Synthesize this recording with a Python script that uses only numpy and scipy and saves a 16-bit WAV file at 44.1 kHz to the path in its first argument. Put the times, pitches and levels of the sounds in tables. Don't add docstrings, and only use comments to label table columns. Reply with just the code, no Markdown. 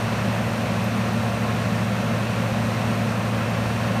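import sys
import numpy as np
from scipy import signal
from scipy.fft import rfft, irfft
from scipy.io import wavfile
from scipy.ndimage import uniform_filter1d

SR = 44100
rng = np.random.default_rng(int(sys.argv[2]) if len(sys.argv) > 2 else 0)


def persist_wave(psi):
    counts = np.round(np.clip(psi, -1, 1) * 32767).astype(np.int16)
    wavfile.write(sys.argv[1], SR, np.atleast_2d(counts).T)


N = 176400

# multiple of the hum pitch, level in dB.
PUMP_HARMONICS = [(1, -27.5), (2, -33), (3, -57), (4, -46), (5, -48)]
# frequency in Hz, density in dB per Hz.
AIR_SPECTRUM = [(22, -83), (34, -83), (50, -68.5), (80, -57), (120, -54), (245, -54), (290, -61.5),
                (420, -62.5), (700, -61.5), (900, -62), (1700, -66.5), (2650, -69.5), (3250, -74),
                (4200, -78.5), (4950, -83), (5150, -80), (5900, -80), (7700, -86.5), (9200, -85),
                (10350, -92.5), (12200, -89), (14300, -93.5), (15500, -99)]
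# centre in Hz, half-width in Hz, peak in dB per Hz.
DUCT_RESONANCES = [(514.5, 16, -56), (575, 44, -55.5), (620, 16, -62), (711, 46, -59.5), (1085, 70, -66),
                   (1176, 16, -78), (1365, 40, -66), (1535, 18, -71), (1685, 18, -66), (1830, 11, -66.5),
                   (3990, 300, -78.5), (4500, 240, -79.5), (9070, 170, -87)]
# time in seconds, level in dB.
RUMBLE_ENVELOPE = [(0, -39), (.5, -39), (1, -34), (1.4, -33), (1.9, -31), (2.3, -30.5), (2.65, -36),
                   (3.2, -35.5), (3.7, -32.5), (4, -38)]
# pitch in Hz, level in dB.
DRONE_TONES = [(64.5, -50), (75.3, -63), (83.6, -50.5), (92, -51), (101, -45), (126, -45.5), (143.5, -48.5),
               (172.3, -39.5), (205.5, -41), (212.5, -45)]
# pitch in Hz, relative level in dB.
PANEL_MODES = [(600, 1.5), (1075, 3.5), (1360, 1), (1545, -6.5), (1815, -5), (2550, -8.5)]
# pitch in Hz, level in dB.
WHINE_TONES = [(2472, -58), (2495, -51), (2584, -57.5), (2630, -59), (2668, -49.7), (2750, -59),
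               (5824, -63.5), (8461, -62.5), (11113, -76), (11373, -73.5), (14013, -77)]

BIN_HZ = np.arange(N // 2 + 1) * SR / N
TIME_S = np.arange(N) / SR


def undb(db):
    return 10 ** (np.asarray(db) / 20)


def walk(steps_per_s):
    hold = max(int(SR / steps_per_s), 1)
    steps = rng.standard_normal(1024)[np.arange(N) // hold % 1024]
    return 1.3 * uniform_filter1d(uniform_filter1d(steps, hold), hold)


def drift(spread, steps_per_s):
    return 1 + spread * walk(steps_per_s)


def tone(pitch_hz, rms_db, waver_db):
    phase = 2 * np.pi * (np.cumsum(pitch_hz) / SR + rng.random())
    return np.sqrt(2) * undb(rms_db + waver_db * walk(steps_per_s=6.78)) * np.sin(phase)


def resonance(freqs_hz, centre_hz, half_width_hz):
    return 1 / (1 + ((freqs_hz - centre_hz) / half_width_hz) ** 2)


def noise_band(centre_hz, half_width_hz):
    band = irfft(rfft(rng.standard_normal(N)) * resonance(BIN_HZ, centre_hz, half_width_hz), N)
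    return band / band.std()


def decay(age_s, t60_s):
    return (age_s >= 0) * np.exp(-np.log(1000) * np.maximum(age_s, 0) / t60_s)


def pump(hum_hz=113.4):
    pitch_hz = hum_hz * drift(0.00062, steps_per_s=3.0)
    return sum(tone(multiple * pitch_hz, db, waver_db=0.63) for multiple, db in PUMP_HARMONICS)


def fan(blade_hz=193.4):
    return tone(blade_hz * drift(0.0017, steps_per_s=3.8), rms_db=-35, waver_db=3.7)


def airflow(flicker_db=0.35, swell_db=0.12, flutter_db=0.15):
    freqs_hz = np.maximum(BIN_HZ, 1)
    air_hz, air_db = np.array(AIR_SPECTRUM).T
    power = undb(np.interp(np.log(freqs_hz), np.log(air_hz), air_db)) ** 2
    for centre_hz, half_width_hz, peak_db in DUCT_RESONANCES:
        power += (undb(peak_db) * resonance(freqs_hz, centre_hz, half_width_hz)) ** 2
    spectrum = rfft(rng.standard_normal(N)) * np.sqrt(power * SR / 2)
    bin_octave = np.clip(np.log2(freqs_hz), 6, 14)
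    rush = 0
    for octave in range(6, 15):
        band = irfft(spectrum * np.maximum(1 - abs(bin_octave - octave), 0), N)
        rush += band * undb(flicker_db * walk(steps_per_s=14))
    return rush * undb(swell_db * walk(steps_per_s=2.5) + flutter_db * walk(steps_per_s=18))


def cabinet_rumble():
    times_s, levels_db = np.array(RUMBLE_ENVELOPE).T
    envelope = undb(np.interp(TIME_S, times_s, levels_db))
    return envelope * noise_band(centre_hz=183.6, half_width_hz=31)


def drones():
    return sum(tone(hz * drift(0.0026, steps_per_s=9), db, waver_db=1) for hz, db in DRONE_TONES)


def panel_rattle(knocks_per_s=45, spread_db=2.5, t60_s=0.052, rms_db=-41):
    age_s = TIME_S[:N // 16]
    hits = rng.random(N) < knocks_per_s / SR
    knocks = hits * undb(spread_db * rng.standard_normal(N))
    rattle = 0
    for hz, db in PANEL_MODES:
        ring = undb(db) * np.sin(2 * np.pi * hz * age_s) * decay(age_s, t60_s)
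        drive = knocks * rng.uniform(-0.98, 1, N)
        rattle += signal.fftconvolve(drive, ring)[:N]
    return undb(rms_db) * rattle / rattle.std()


def whines():
    return sum(tone(hz * drift(0.0004, steps_per_s=9), db, waver_db=1.3) for hz, db in WHINE_TONES)


def tick(start_s=0.842, centre_hz=12480, ring_db=-41, tail_db=-54):
    age_s = TIME_S - start_s
    ring = undb(ring_db) * decay(age_s, t60_s=0.06) * noise_band(centre_hz, half_width_hz=300)
    tail = undb(tail_db) * decay(age_s, t60_s=0.2) * noise_band(centre_hz, half_width_hz=900)
    return ring + tail


def scene():
    tones = drones() + whines() + pump() + fan()
    return (tones + airflow() + cabinet_rumble() + panel_rattle() + tick())[None]


def record(dry):
    cutoff_hz = 15300
    return signal.sosfilt(signal.ellip(8, 0.2, 80, cutoff_hz, fs=SR, output="sos"), dry)


dry = scene()
out = record(dry)
persist_wave(out)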